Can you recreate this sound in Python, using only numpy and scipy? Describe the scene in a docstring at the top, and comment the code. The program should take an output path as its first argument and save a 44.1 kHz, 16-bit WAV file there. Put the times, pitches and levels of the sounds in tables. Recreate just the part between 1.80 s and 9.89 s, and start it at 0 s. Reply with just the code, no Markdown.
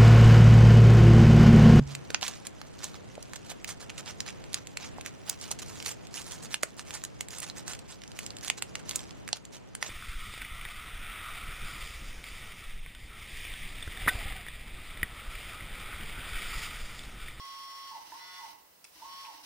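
"""Two hands crease and fold a small paper figure up close, a little to the right: buckling panels snap and
ring, many at a pitch and brightness left to chance, and fingers slide over the sheet in hissing strokes full of
tiny crackles. Folded pockets pop low. At the very start a low thump rings through the table and dies away. A
quiet room rumbles and hums under the camera's hiss; rumble and hiss sag twice and creep back."""
import sys
import numpy as np
from scipy import signal
from scipy.fft import rfft, irfft, next_fast_len
from scipy.io import wavfile
from scipy.ndimage import uniform_filter1d, map_coordinates

SR = 44100
rng = np.random.default_rng(int(sys.argv[2]) if len(sys.argv) > 2 else 0)


def master_out(mix):
    """Clip the mix to full scale and print it as 16-bit PCM to the path in sys.argv[1]."""
    frames = np.transpose(np.atleast_2d(mix))
    ceiling = np.clip(frames, -1, 1)
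    pcm = np.round(ceiling * 32767).astype(np.int16)
    wavfile.write(sys.argv[1], SR, pcm)


def volts(x):
    """Linear amplitude factor 10**(x/20) for a level x in dB, scalar or array-like."""
    e = np.asarray(x, float) / 20
    return 10 ** e


N = 356724  # length in samples

# Levels of the paper tables are those at the sheet, before it is placed in stereo.
# Loud snaps of the sheet. Each row: flip in seconds, peak of the ringing panel in dB, ring pitch in Hz,
# rms of the first 5 ms of the bright crack in dB over that peak.
SNAPS = [(0.1508, -18.5, 2360, -18.5), (0.3035, -20.5, 1400, -21.5), (0.3455, -6.5, 1730, -31.5),
         (0.429, -13, 2970, -38), (0.48, -18.5, 3200, -13), (0.4842, -22, 1060, -20),
         (0.6687, -27, 2850, -7.5), (0.815, -24.5, 1290, -26.5), (1.042, -20, 5600, -14),
         (1.534, -24, 1770, -20), (1.5587, -26, 6000, -34), (1.845, -18, 2260, -29),
         (2.101, -23.5, 2020, -22), (2.4045, -13, 6350, -34), (2.743, -10.5, 4530, -18.5),
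         (2.9714, -17.5, 2340, -18), (3.2611, -19.5, 1890, -18), (3.497, -11, 7900, -38),
         (3.6126, -24, 5730, -22), (3.714, -16.5, 6700, -14), (4.061, -19.5, 2800, -17),
         (4.3415, -22.5, 5360, -25), (4.7424, -10, 2960, -20), (4.827, -24, 7500, -19),
         (4.8322, -12.5, 1560, -12), (4.8352, -22, 7460, -30), (4.994, -21.5, 1300, -24),
         (5.2381, -23, 1680, -10.5), (5.4081, -19, 2420, -12.5), (5.602, -29.5, 6500, -7),
         (5.699, -22.5, 3800, -37), (5.88, -19.5, 6050, -36), (6.3897, -19.5, 2500, -16),
         (6.6807, -19.5, 3400, -15.5), (6.7, -7.5, 2550, -21.5), (6.8228, -14.5, 2460, -15),
         (6.954, -15, 2120, -23), (7.1106, -19.5, 3470, -19), (7.158, -18, 5370, -8),
         (7.1617, -26, 6360, -9), (7.4887, -22, 1550, -19), (7.5295, -8.5, 4280, -43),
         (7.9508, -25, 1850, -9.5), (8.0264, -12, 1940, -23)]
# Further snaps of the sheet, their ring pitch and crack drawn at random. 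Each row: flip in seconds, peak of the
# ringing panel in dB.
DRAWN_SNAPS = [(0.412, -26.5), (0.99, -36), (1.3533, -35), (1.4267, -30.5), (2.096, -27), (2.1804, -26),
               (2.463, -30), (2.487, -25), (2.6404, -34), (2.731, -27), (2.871, -29), (3.2105, -27),
               (3.789, -28), (4.0016, -25.5), (4.0256, -26), (4.048, -29), (4.2696, -34), (4.417, -28.5),
               (5.107, -22), (5.2495, -26), (5.485, -29.5), (5.506, -30), (5.532, -34), (5.584, -28),
               (5.626, -34.5), (5.643, -32), (5.934, -27), (5.951, -32.5), (5.991, -31.5), (6.218, -34),
               (6.2365, -29), (6.2774, -33), (6.317, -32.5), (6.4635, -24), (6.505, -24), (6.5674, -29),
               (6.5853, -30.5), (6.61, -30), (6.647, -25.5), (7.093, -22), (7.192, -28), (7.308, -30),
               (7.4774, -25), (7.652, -33.5)]
# Thin, very high ticks of a free edge flicking. Each row: time in seconds, peak in dB.
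EDGE_FLICKS = [(1.844, -28), (3.495, -13), (4.968, -42), (7.1575, -22)]
# Finger strokes. Each row: loudest moment in seconds, nominal length in seconds, dull level there in dB.
FINGER_STROKES = [(0.108, 0.074, -50), (0.453, 0.071, -35.5), (0.538, 0.087, -52.5), (0.662, 0.023, -48),
                  (1.048, 0.11, -52.5), (1.043, 0.027, -42.5), (1.156, 0.033, -53.5), (1.563, 0.013, -45),
                  (1.679, 0.07, -57.5), (1.71, 0.029, -45), (1.902, 0.052, -43), (2.023, 0.04, -48.5),
                  (2.193, 0.028, -41.5), (2.287, 0.058, -43.5), (2.486, 0.055, -45.5), (2.761, 0.086, -51),
                  (3.041, 0.081, -47), (3.271, 0.04, -47.5), (3.5, 0.08, -46), (3.647, 0.1, -50),
                  (3.717, 0.02, -38), (3.799, 0.019, -47.5), (3.826, 0.015, -41), (3.95, 0.22, -54),
                  (4.09, 0.078, -41), (4.381, 0.082, -44.5), (4.516, 0.14, -51), (4.52, 0.018, -46.5),
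                  (4.645, 0.041, -48.5), (4.735, 0.058, -46.5), (4.9, 0.048, -60.5), (4.996, 0.046, -49),
                  (5.143, 0.17, -54.5), (5.15, 0.035, -41.5), (5.561, 0.11, -48), (5.634, 0.03, -40.5),
                  (5.687, 0.051, -49), (5.785, 0.049, -48.5), (5.909, 0.082, -44.5), (6.118, 0.067, -53),
                  (6.414, 0.12, -56), (6.661, 0.071, -45), (6.783, 0.02, -45), (6.999, 0.016, -49),
                  (7.147, 0.17, -51.5), (7.568, 0.029, -50.5), (7.749, 0.049, -49.5), (8.063, 0.097, -45)]
# Bright part of the strokes over time. Each row: time in seconds, level in dB over the dull part.
STROKE_BRIGHTNESS = [(0.3, -6.5), (1.9, -0.5), (2.9, -12.5), (4.1, 2.5), (5.2, 0), (8.09, -3)]
# Colour of the dull paper sound. Each row: frequency in Hz, relative density in dB per Hz.
DULL_COLOUR = [(250, -9), (800, 1.5), (2500, 2), (4600, 2), (7000, 1), (9000, -68)]
# Colour of the bright paper sound. 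Each row: frequency in Hz, relative density in dB per Hz.
BRIGHT_COLOUR = [(3200, -32), (5200, -5), (7500, 1), (10000, -6), (12500, -14), (14800, -9), (15800, -28)]
# Low pops of folded pockets. Each row: time in seconds, level before damping in dB, pitch in Hz.
POCKET_POPS = [(0.303, -27.5, 465), (0.428, -22.5, 856), (1.379, -25, 580), (1.717, -29, 684),
               (3.184, -24, 820), (3.712, -25, 820), (4.834, -18, 607), (6.701, -23, 750),
               (7.531, -21.5, 780)]
# Ringing modes of the table top. Each row: pitch in Hz, mean starting level in dB, decay t60 in seconds.
TABLE_MODES = [(72, -40, 0.5), (139, -28.5, 0.52), (239.3, -36.5, 0.17)]
# Decay of the room. Each row: frequency in Hz, t60 in seconds.
ROOM_DECAY = [(500, 0.21), (12000, 0.097)]
# Colour of rumble and hiss. Each row: frequency in Hz, relative density in dB per Hz.
FLOOR_COLOUR = [(30, -32), (48, -22.5), (82, -10.5), (150, -10.5), (330, -16), (600, -20.5), (1200, -30),
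                (3000, -35.5), (7000, -59), (16000, -88)]
# Stereo likeness of rumble and hiss. Each row: frequency in Hz, left-right correlation from -1 to 1.
FLOOR_LIKENESS = [(40, 0), (70, -.75), (300, -.7), (700, -.45), (1400, .15), (8000, -.1)]
# Mains hum. Each row: pitch in Hz, mean left level in dB, mean right level in dB, sign of the right channel.
MAINS_HUM = [(50, -68, -66, 1), (100, -62, -62, -1)]
# Sags of the faint background. Each row: start in seconds, nominal depth in dB.
LEVEL_SAGS = [(4.74, 4.1), (7.53, 6)]

RISE_S = 0.0006  # swell of a snap
STRAIN_S, STRAIN_DB = 0.004, -21  # strain from silence to the flip, and its gain at the flip
DRAWN_HZ, EDGE_HZ = 3400, 15000  # median ring pitch of the drawn snaps, pitch of edge flicks
CRACK_DB, CRACK_SPREAD_DB = -18.5, 4.5  # crack of the drawn snaps in dB over their peak, and its spread
FIDGET_DB, FLOOR_DB = -61, -46  # mean levels outside the sags
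SAG_S, CREEP_S = 0.0048, 1  # time constants of fall and return
TOP_HZ = 16500  # upper band limit


def unit(x):
    """Scale to rms 1."""
    return x / np.sqrt(np.mean(x ** 2) + 1e-20)


def along(points, hz):
    """Read (Hz, value) points on a log frequency axis."""
    f, v = np.transpose(points)
    return np.interp(np.log(hz + 1), np.log(f + 1), v)


def filtered(x, response):
    """Shape x by a complex response of frequency."""
    m = next_fast_len(x.shape[-1] + 2048)
    spectrum = rfft(x, m) * response(np.fft.rfftfreq(m, 1 / SR))
    return irfft(spectrum, m)[..., :x.shape[-1]]


def wobble(rate):
    """A smooth random curve with rate knots a second."""
    knots = rng.standard_normal(int(N * rate / SR) + 4)
    return map_coordinates(knots, [np.arange(N) * rate / SR])


def patches(shape, bins, frames):
    """A random field of rms 1, smooth over some frequency bins and time frames."""
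    field = uniform_filter1d(rng.standard_normal(shape), size=bins, axis=-2)
    return unit(uniform_filter1d(field, size=frames, axis=-1))


def ring(t, hz, t60, rise):
    """A damped sine with a soft start."""
    return np.sin(2 * np.pi * hz * t) * volts(-60 * t / t60) * (1 - np.exp(-t / rise))


def drawn_snaps():
    """Rows like SNAPS for the further snaps: pitch and crack of each are left to chance."""
    s, db = np.transpose(DRAWN_SNAPS)
    pitch, bright = rng.standard_normal((len(s), 2)).T
    ring_hz = DRAWN_HZ * np.exp(0.3 * pitch)
    return list(zip(s, db, ring_hz, CRACK_DB + CRACK_SPREAD_DB * bright))


def edges():
    """Rows like SNAPS for a free edge: a thin strip flicks at one very high pitch."""
    return [(s, db, EDGE_HZ, CRACK_DB) for s, db in EDGE_FLICKS]


def mode(f, hz):
    """One broad resonance, its bandwidth 0.3 of its pitch."""
    damping = 1j * f * 0.3 * hz
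    return damping / (hz ** 2 - f * f + damping)


def panel_response(f, ring_hz):
    """A panel rings at its pitch and radiates broadly: small ones little bass, large ones little treble."""
    near = mode(f, ring_hz)
    if ring_hz < SR / 10:  # low panels show an overtone
        near = near - 0.32 * mode(f, 2.12 * ring_hz)
    bass_cut = (f / (f + ring_hz / 2)) ** 1.72
    treble_cut = 1 / np.hypot(1, f / ring_hz / 2)
    return near + 1.58 * volts(along(DULL_COLOUR, f)) * bass_cut * treble_cut


def crack_response(f):
    """The bright paper colour above 6.5 kHz, softened towards the top."""
    return volts(along(BRIGHT_COLOUR, f)) * (f > 6500) / np.hypot(1, (f / 12500) ** 2)


def snaps():
    """A buckle strains and flips: a sharp push and a noise burst ring the panel, with a bright crack."""
    out, lead = np.zeros(N + SR), round(STRAIN_S * SR)
    t = np.arange(-lead, SR // 20) / SR  # 0 at the flip
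    rise = 1 - np.exp(-(np.maximum(t, 0) / RISE_S) ** 2)
    strain = volts(STRAIN_DB) * np.clip(1 - np.abs(t) / STRAIN_S, 0, 1)
    flip = volts(-60 * t / 0.010)
    settling = volts(-21 - 60 * t / 0.06)  # fibres coming to rest
    for s, db, ring_hz, crack_db in SNAPS + drawn_snaps() + edges():
        noise = rng.standard_normal((2, len(t)))
        burst = noise[0] * (strain + rise * (flip + settling))
        burst[lead + round(RISE_S * SR)] += 6  # the sharp push
        panel = filtered(burst, lambda f: panel_response(f, ring_hz))
        crack = filtered(noise[1] * (strain + rise * volts(-60 * t / 0.015)), crack_response)
        first = np.std(crack[lead:][:SR // 200])
        snap = panel / np.abs(panel).max() + volts(crack_db) * crack / first
        out[round(s * SR) - lead:][:len(t)] += volts(db) * snap
    return out[:N]


def sag_db():
    """How far the faint background has sunk, in dB: a quick fall, a slow return."""
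    start, depth = np.transpose(LEVEL_SAGS)
    since = np.maximum(np.arange(N) / SR - start[:, None], 0)
    return depth @ ((1 - np.exp(-since / SAG_S)) * np.exp(-since / CREEP_S))


def slide():
    """Skin drags over fibres in short strokes: a clumpy hiss with crackles whose sizes spread widely."""
    t = np.arange(N) / SR
    fidget = volts(FIDGET_DB - sag_db() + 0.6 * wobble(10))  # the hands are never quite still
    dull_level, bright_level = fidget.copy(), fidget * volts(-4.0)
    for s, length, db in FINGER_STROKES:
        steepness = np.where(t < s, 5, 2.5)  # starts more abruptly than it ends
        swell = volts(db - 10 * np.abs(2 * (t - s) / length) ** steepness)
        dull_level += swell
        bright_level += swell * volts(np.interp(s, *np.transpose(STROKE_BRIGHTNESS)))
    clumps = volts(1.1 * wobble(60) + 2.5 * wobble(400))
    sizes = volts(6.5 * np.minimum(rng.exponential(size=N), 3))
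    ticks = (rng.random(N) < 260 / SR) * sizes  # about 260 a second
    crackle = signal.fftconvolve(ticks, volts(-60 * t[:SR // 50] / 0.002))[:N]
    grain = rng.standard_normal((2, N)) * (clumps + 0.5 * crackle)
    z = signal.stft(grain, nperseg=256)[2]
    z = z * volts(2.1 * patches(z.shape, 5, 6))  # the touched panel changes, and its colour
    drag = signal.istft(z, nperseg=256)[1][:, :N]
    dull = unit(filtered(drag[0], lambda f: volts(along(DULL_COLOUR, f))))
    bright = unit(filtered(drag[1], lambda f: volts(along(BRIGHT_COLOUR, f))))
    return dull_level * dull + bright_level * bright


def knocks():
    """A folded pocket of air pops and rings low, damped by 60 dB in seven cycles."""
    out, t = np.zeros(N + SR), np.arange(SR // 20) / SR
    for s, db, hz in POCKET_POPS:
        out[round(s * SR):][:len(t)] += volts(db) * ring(t, hz, 7 / hz, rise=0.0004)
    return out[:N]


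def ports(x, left_db, lag_s):
    """A source to the right reaches the left port weaker and later; as it turns, its treble shifts phase."""
    side = np.array([1, -1])[:, None, None]  # left, right
    hz, _, z = signal.stft(x, SR, nperseg=128)
    hz = hz[:, None]
    reach = 1 / np.sqrt(1 + (hz / 12000) ** 2)  # level and lag differences shrink in the treble
    turning = 0.85 * hz / (hz + 4000) * patches(z.shape, 5, 14)
    phase = np.pi * hz * lag_s * reach + turning
    heard = z * volts(side * left_db * reach / 2) * np.exp(-1j * side * phase)
    return signal.istft(heard, SR, nperseg=128)[1][:, :N]


def room(x):
    """The room answers with noise whose frequencies die at their own speeds, different in each channel."""
    hz, t, z = signal.stft(rng.standard_normal((2, SR // 3)), SR, nperseg=256)
    decay = volts(-60 * t / along(ROOM_DECAY, hz)[:, None])
    tail = signal.istft(z * decay, SR, nperseg=256)[1]
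    late = np.pad(x, (150, 0))[None]  # the answer starts 150 samples later
    return signal.fftconvolve(late, tail / np.linalg.norm(tail[0]), axes=1)[:, :N]


def thump():
    """The modes of the table top ring low and unevenly from the start, and fade."""
    t = np.arange(N) / SR
    return sum(volts(db + 4.8 * wobble(45)) * ring(t, hz, t60, rise=0.00054) for hz, db, t60 in TABLE_MODES)


def hum():
    """Steady mains tones whose level drifts slowly."""
    t = np.arange(N) / SR
    out = np.zeros((2, N))
    for hz, left, right, sign in MAINS_HUM:
        tone = np.sin(2 * np.pi * hz * t) * volts(0.36 * wobble(0.53))
        out += np.outer([volts(left), sign * volts(right)], tone)
    return out


def floor():
    """Shaped noise: room rumble, largely opposed in the two channels, under the camera's hiss."""
    def mid_side(f):
        turn = np.arccos(along(FLOOR_LIKENESS, f)) / 2  # shares mid and side to set the correlation
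        return volts(along(FLOOR_COLOUR, f)) * [np.cos(turn), np.sin(turn)]

    mid, side = filtered(rng.standard_normal((2, N)), mid_side)
    level = volts(FLOOR_DB - sag_db() + wobble(5.18))
    return level * unit(np.array([mid + side, mid - side]))


def scene():
    """Paper up close with a little room, the thump, and the background."""
    paper = snaps() + knocks() + slide()
    near = ports(paper, left_db=-5.6, lag_s=0.000045)
    table = volts([[-1.2], [1.2]]) * thump()  # a little stronger on the right
    return near + volts(-14.5) * room(paper) + table + floor() + hum()


def roll_off(x):
    """The treble ends steeply here."""
    return signal.sosfilt(signal.butter(12, 16500, fs=SR, output="sos"), x)


def record(dry):
    """The camera's band limit removes everything from TOP_HZ up."""
    mix = filtered(dry, lambda f: f < TOP_HZ)
    return roll_off(mix)


dry = scene()
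out = record(dry)
master_out(out)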